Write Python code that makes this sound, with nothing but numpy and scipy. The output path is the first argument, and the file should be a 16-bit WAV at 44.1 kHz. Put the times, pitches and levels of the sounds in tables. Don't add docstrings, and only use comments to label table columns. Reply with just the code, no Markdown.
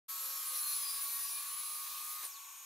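import sys
import numpy as np
from scipy import signal
from scipy.fft import rfft, irfft, next_fast_len
from scipy.io import wavfile
from scipy.ndimage import uniform_filter1d

SR = 44100
rng = np.random.default_rng(int(sys.argv[2]) if len(sys.argv) > 2 else 0)


def bounce(signal):
    frames = np.transpose(np.atleast_2d(signal))
    limited = np.clip(frames, -1, 1)
    pcm = np.round(limited * 32767).astype(np.int16)
    wavfile.write(sys.argv[1], SR, pcm)


def field_ratio(decibels):
    return 10 ** (np.asarray(decibels, dtype=float) / 20)


N = 116865
T = np.arange(N) / SR

# (time [s], speed [turns/s])
SHAFT_SPEED = [(.08, 272.0), (.16, 271.8), (.23, 269.4), (.31, 265.8), (.44, 260.0), (.53, 257.5),
               (.58, 254.7), (.66, 248.8), (.76, 242.6), (.86, 239.8), (.95, 236.4), (1.06, 234.4),
               (1.14, 233.7), (1.22, 235.3), (1.27, 235.7), (1.34, 239.4), (1.44, 245.0), (1.58, 250.7),
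               (1.68, 253.0), (1.8, 253.5), (1.99, 253.2), (2.1, 255.4), (2.19, 257.4), (2.232, 258.3),
               (2.26, 218), (2.31, 146), (2.346, 106), (2.374, 88.5), (2.422, 60), (2.5, 38), (2.65, 15)]
# (time [s], rush of air [dB], bite [0-1], buzz of the shaft multiples [dB])
FEED_LOAD = [(.1, -43, 0, -72), (.21, -43, 0, -67), (.35, -42.5, 0, -67.5), (.52, -42, 0.5, -63.5),
             (.57, -40, 0.1, -64.5), (.62, -42, 0.1, -66), (.72, -40, 0.16, -65), (.85, -41.5, 0.95, -63.5),
             (1.0, -41, 1, -66), (1.15, -42.5, 0.73, -66), (1.27, -43.5, 0.33, -65.5), (1.41, -43, .8, -68),
             (1.6, -44, 1, -67.5), (1.75, -43, 0.9, -69.5), (1.96, -43, 1, -68), (2.12, -44, .4, -68),
             (2.21, -46, .4, -68), (2.25, -44, 1, -56), (2.28, -50, 0.3, -67)]
# (frequency [Hz], level [dB])
BUZZ_COLOUR = [(250, -29), (600, -21), (1500, -9), (3000, -8), (6000, -12.5), (9000, -1.5), (12000, -7.5),
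               (16000, -8.5)]
# (frequency [Hz], width [Hz], lift [dB])
BODY_RESONANCES = [(545, 50, 8), (2400, 80, 6), (3700, 150, 4), (4170, 450, 10), (4800, 60, 4),
                   (6100, 150, 4), (7150, 300, 4), (9150, 80, 4), (10300, 300, 3), (11300, 120, 8),
                   (12020, 130, 12), (12930, 110, 11), (14330, 100, 7), (15280, 160, 11)]
# (time [s], level [dB])
WHINE_LEVEL = [(.08, -66), (.16, -55), (.23, -45.5), (.31, -55), (.44, -50), (.53, -47), (.58, -41),
               (.66, -46.5), (.76, -40), (.86, -47), (.95, -45), (1.06, -46), (1.14, -47.5), (1.23, -44.5),
               (1.28, -47.5), (1.33, -44.5), (1.44, -51.5), (1.58, -45.5), (1.68, -49), (1.8, -49),
               (1.99, -59), (2.1, -49.5), (2.19, -65), (2.235, -56)]
# (multiple [shaft turns], level relative to the whine [dB])
WHINE_SIDEBANDS = [(40, -23), (41, -10), (43, -14.5), (44, -17.5), (39, -30.5)]
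# (start [s], length [s], multiple [shaft turns], level [dB])
SQUEAL_EVENTS = [(0.152, 0.21, 2, -72.5), (0.24, 0.25, 21, -61), (.53, .07, 22, -53),
                 (0.625, 0.13, 17, -49.5), (0.71, 0.38, 21, -53), (0.83, 0.11, 20, -55),
                 (0.893, 0.096, 17, -59), (.98, 0.27, 51, -51.5), (1.009, 0.063, 61, -50),
                 (1.08, 0.34, 24, -60.5), (1.138, 0.19, 21, -55.5), (1.227, .12, 11, -65),
                 (1.315, 0.087, 10, -57), (.55, .08, 47, -57), (.63, .1, 52, -54), (0.648, 0.082, 49, -56),
                 (.7, 0.13, 53, -58), (0.802, .12, 50, -57), (.7, 0.07, 18, -56), (0.845, 0.24, 64, -56),
                 (1.142, 0.19, 63, -55)]
# (frequency [Hz], relative level [dB per Hz])
FREE_RUNNING_COLOUR = [(150, -49), (250, -36), (500, -28.5), (800, -18.5), (1150, -17), (1500, -7.5),
                       (2200, -15.5), (4000, -10.5), (7200, -4), (9300, -9.5), (10500, -3), (12500, 2),
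                       (14300, -4), (15900, -9)]
# (frequency [Hz], relative level [dB per Hz])
DEEP_CUT_COLOUR = [(150, -60), (250, -35), (500, -25.5), (800, -26.5), (1150, -5), (1500, -14), (2200, -12),
                   (4200, -10), (5500, -7.5), (8800, -10.5), (10000, -2.5), (12500, -4.5), (13800, -6),
                   (15900, -6)]
# (time [s], blade tone [Hz], overtone lift [dB], blade tone lift [dB])
FAN_COURSE = [(.08, 1109.3, -8, 0), (1.0, 1109.3, -8, 0), (2.2, 1110.5, -7, 0), (2.32, 1119.5, 0, -3),
              (2.65, 1120.8, 0, -3.5)]
# (multiple [blade tone], level [dB])
FAN_PARTIALS = [(1, -60.5), (6, -62), (12, -67.5)]
# (frequency [Hz], relative level [dB per Hz])
DRONE_COLOUR = [(120, -88), (200, -53), (340, -29), (538, -27.5), (600, -34), (790, -19.5), (881, -11.5),
                (1040, -7.5), (1120, -1.5), (1200, -17.5), (1340, -14), (1970, -20), (2410, -8.5),
                (2790, -13), (3950, -14), (5020, -21.5), (5300, -11), (6480, -10.5), (7370, -15.5),
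                (8080, -7.5), (10800, -15.5), (13000, -6.5), (15900, -22.5)]
# (time [s], level [dB])
BRAKE_WHISTLE = [(2.235, -49), (2.255, -44), (2.285, -55), (2.31, -57), (2.33, -60), (2.345, -55),
                 (2.372, -55), (2.39, -61), (2.41, -65), (2.43, -67), (2.5, -75), (2.65, -90)]
# (frequency [Hz], relative level [dB], T60 [s])
CLUNK_MODES = [(380, -73, .1), (557, -68.5, 0.098), (763, -65, 0.11), (1080, -68, .06),
               (1642, -62.5, 0.038), (2070, -60, 0.032), (2920, -60, .02), (3800, -63, .03)]
# (frequency [Hz], likeness [0-1])
STEREO_LIKENESS = [(60, 0.64), (180, 0.97), (550, 1.0), (1650, 0.99), (4970, 0.63), (15000, 0.53)]
# (frequency [Hz], left minus right [dB])
STEREO_LEAN = [(200, 0.5), (1000, 1.5), (4000, 0), (8000, 1.1), (12000, 1)]

WHINE_ORDER, ORDER_COUNT = 42, 68
SHAFT_DB, GEAR_ORDER, GEAR_DB = -86, 4.776, -59
WAVER_DB, WAVER_PER_S = 3.5, 11
BRAKE_S, MOTOR_FADE_TAU_S = 2.232, 0.028
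THROB, RUSH_TAIL_S = 0.22, 0.12
DRONE_DB = -52
BRAKE_WIDTH_HZ = 650
BRAKE_OVERTONE, BRAKE_OVERTONE_DB = 1.76, -1
OVERTONE_TOP_HZ = 6400
CLUNK_S, CLUNK_SPREAD_S = 2.232, 0.023
ROOM_T60_S, ROOM_DB = 0.15, -6
BASS_CUT_HZ, BASS_CUT_POWER, EDGE_HZ = 260, 6, 15740
FADE_START_S, FADE_S = 0.081, 0.016


def evened(x):
    return x / np.sqrt(np.mean(x ** 2) + 1e-20)


def read(points, hz):
    f, value = np.transpose(points)
    return np.interp(np.log(hz + 1), np.log(f + 1), value)


def column(table, t, order):
    rows = np.transpose(table)
    return np.interp(t, rows[0], rows[order])


def sine(turns):
    return np.cos(2 * np.pi * turns)


def body_db(hz):
    peaks = sum(field_ratio(db) ** 2 / (1 + (2 * (hz - f) / width) ** 2) for f, width, db in BODY_RESONANCES)
    return 10 * np.log10(1 + peaks)


def waver(count, per_s):
    step = np.arange(0, N + 128, 128) / SR
    raw = rng.standard_normal((count, len(step)))
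    raw = uniform_filter1d(raw, max(int(SR / 128 / per_s), 1), axis=1)
    raw = uniform_filter1d(raw, 5, axis=1)
    return [np.interp(T, step, row) for row in evened(raw)]


def air(colour_db, patchy_db):
    frames, hz = N // 256 + 5, np.fft.rfftfreq(1024, 1 / SR)[:, None]
    a, b, c, d, patches = rng.standard_normal((frames, 513, 5)).T
    patches = uniform_filter1d(patches, 8, 0)
    patches = evened(uniform_filter1d(patches, 12, 1))
    same = np.clip(read(STEREO_LIKENESS, hz), -1, 1)
    left = a + 1j * b
    right = same * left + np.sqrt(1 - same ** 2) * (c + 1j * d)
    spectra = np.array([left, right])
    spectra *= field_ratio(colour_db(hz, np.arange(frames) * 256 / SR) + patchy_db * patches)
    return evened(signal.istft(spectra, nperseg=1024, noverlap=768)[1][:, :N])


def rush(turns):
    def colour_db(hz, s):
        bite = np.clip(column(FEED_LOAD, s, order=2), 0, 1)
        mixed = (1 - bite) * read(FREE_RUNNING_COLOUR, hz) + bite * read(DEEP_CUT_COLOUR, hz)
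        return mixed + 0.74 * body_db(hz)
    tail = np.exp(-np.maximum(T - FEED_LOAD[-1][0], 0) / RUSH_TAIL_S)
    level = field_ratio(column(FEED_LOAD, T, order=1)) * tail
    return level * (1 + THROB * sine(turns)) * air(colour_db, patchy_db=1.5)


def extractor_drone():
    return field_ratio(DRONE_DB) * air(lambda hz, s: read(DRONE_COLOUR, hz) + 0 * s, patchy_db=0.67)


def fan_tones():
    turns = np.cumsum(column(FAN_COURSE, T, order=1)) / SR
    out = np.zeros(N)
    for (k, db), wander in zip(FAN_PARTIALS, waver(len(FAN_PARTIALS), 13.0)):
        lift_db = column(FAN_COURSE, T, order=2 if k > 1 else 3)
        out += np.sqrt(2) * field_ratio(db + lift_db + 1.2 * wander) * sine(k * turns)
    return out


def speed():
    return np.exp(uniform_filter1d(np.log(column(SHAFT_SPEED, T, order=1)), size=500))


def motor(hz, turns):
    fade = np.exp(-np.maximum(T - BRAKE_S, 0) / MOTOR_FADE_TAU_S)
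    buzz, whine = field_ratio(column(FEED_LOAD, T, order=3)), field_ratio(column(WHINE_LEVEL, T, order=1))
    sidebands, coarse_hz, out = dict(WHINE_SIDEBANDS), hz[::64], np.zeros(N)
    for k, wander in enumerate(waver(ORDER_COUNT, WAVER_PER_S), 1):
        lift_db = read(BUZZ_COLOUR, k * coarse_hz) + body_db(k * coarse_hz)
        lift = np.interp(T, T[::64], field_ratio(lift_db))
        level = buzz * lift + whine * field_ratio(sidebands.get(k, -120))
        level = level * field_ratio(WAVER_DB * wander)
        level = level + squeal(k) * field_ratio(1.7 * wander)
        out += level * sine(k * turns + rng.random())
    out += field_ratio(SHAFT_DB) * sine(turns)
    out += whine * sine(WHINE_ORDER * turns)
    out += field_ratio(GEAR_DB + 1.2 * waver(1, 8.0)[0]) * sine(GEAR_ORDER * turns)
    return np.sqrt(2) * fade * out


def squeal(order):
    return sum(field_ratio(db) * np.sin(np.pi * np.clip((T - start) / length, 0, 1)) ** 0.94
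               for start, length, k, db in SQUEAL_EVENTS if k == order)


def brake(hz, turns):
    level = np.clip((T - BRAKE_S) / 0.01, 0, 1) * field_ratio(column(BRAKE_WHISTLE, T, order=1))
    whistles = np.zeros(N)
    for times, db in ((1, 0), (BRAKE_OVERTONE, BRAKE_OVERTONE_DB)):
        f = times * WHINE_ORDER * hz
        noise = uniform_filter1d(rng.standard_normal(N), int(SR / BRAKE_WIDTH_HZ))
        fuzz = 0.7 + 0.8 * evened(noise)
        if times > 1:
            fuzz = fuzz / (1 + (f / OVERTONE_TOP_HZ) ** 5)
            db = db + 0.5 * body_db(f)
        audible = f < SR / 2.7
        whistles += level * fuzz * field_ratio(db) * audible * sine(times * WHINE_ORDER * turns)
    return whistles + clunk()


def clunk():
    t = np.arange(8000) / SR
    ring = sum(field_ratio(db - 60 * t / t60) * np.sin(2 * np.pi * f * t) for f, db, t60 in CLUNK_MODES)
    hits = rng.standard_normal(N) * (rng.random(N) < 0.05)
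    rattle = hits * (T > CLUNK_S) * (T < CLUNK_S + CLUNK_SPREAD_S)
    return signal.oaconvolve(rattle / 2.5, ring)[:N]


def room(x):
    slots = np.arange(200, SR // 4, 20)
    at = slots + rng.integers(0, 20, (3, len(slots)))
    taps = np.zeros((3, SR // 4 + 20))
    echoes = rng.choice([-1., 1.], at.shape) * field_ratio(-60 * at / SR / ROOM_T60_S)
    np.put_along_axis(taps, at, echoes, 1)
    taps /= np.linalg.norm(taps[0])
    wet = signal.fftconvolve(x[None], taps, axes=1)[:, :N]
    treble = signal.butter(2, 3500, "high", fs=SR, output="sos")
    apart = signal.sosfilt(treble, wet[1:])
    return x + field_ratio(ROOM_DB) * (0.5 * wet[0] + apart)


def scene():
    hz = speed()
    turns = np.cumsum(hz) / SR
    tones = motor(hz, turns) + brake(hz, turns) + fan_tones()
    return room(tones) + rush(turns) + extractor_drone()


def top_cut(x):
    return signal.sosfilt(signal.butter(12, 16800, fs=SR, output="sos"), x)


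def record(dry):
    size = next_fast_len(N + 8192)
    hz = np.fft.rfftfreq(size, 1 / SR)
    bass_cut = 1 / (1 + (BASS_CUT_HZ / (hz + 1)) ** BASS_CUT_POWER)
    band_limit = np.clip((EDGE_HZ - hz) / 80, 0, 1)
    lean = field_ratio(np.array([[0.5], [-0.5]]) * read(STEREO_LEAN, hz))
    heard = irfft(rfft(dry, size) * bass_cut * band_limit * lean, size)[:, :N]
    mix = heard * np.clip((T - FADE_START_S) / FADE_S, 0, 1)
    return top_cut(mix)


dry = scene()
out = record(dry)
bounce(out)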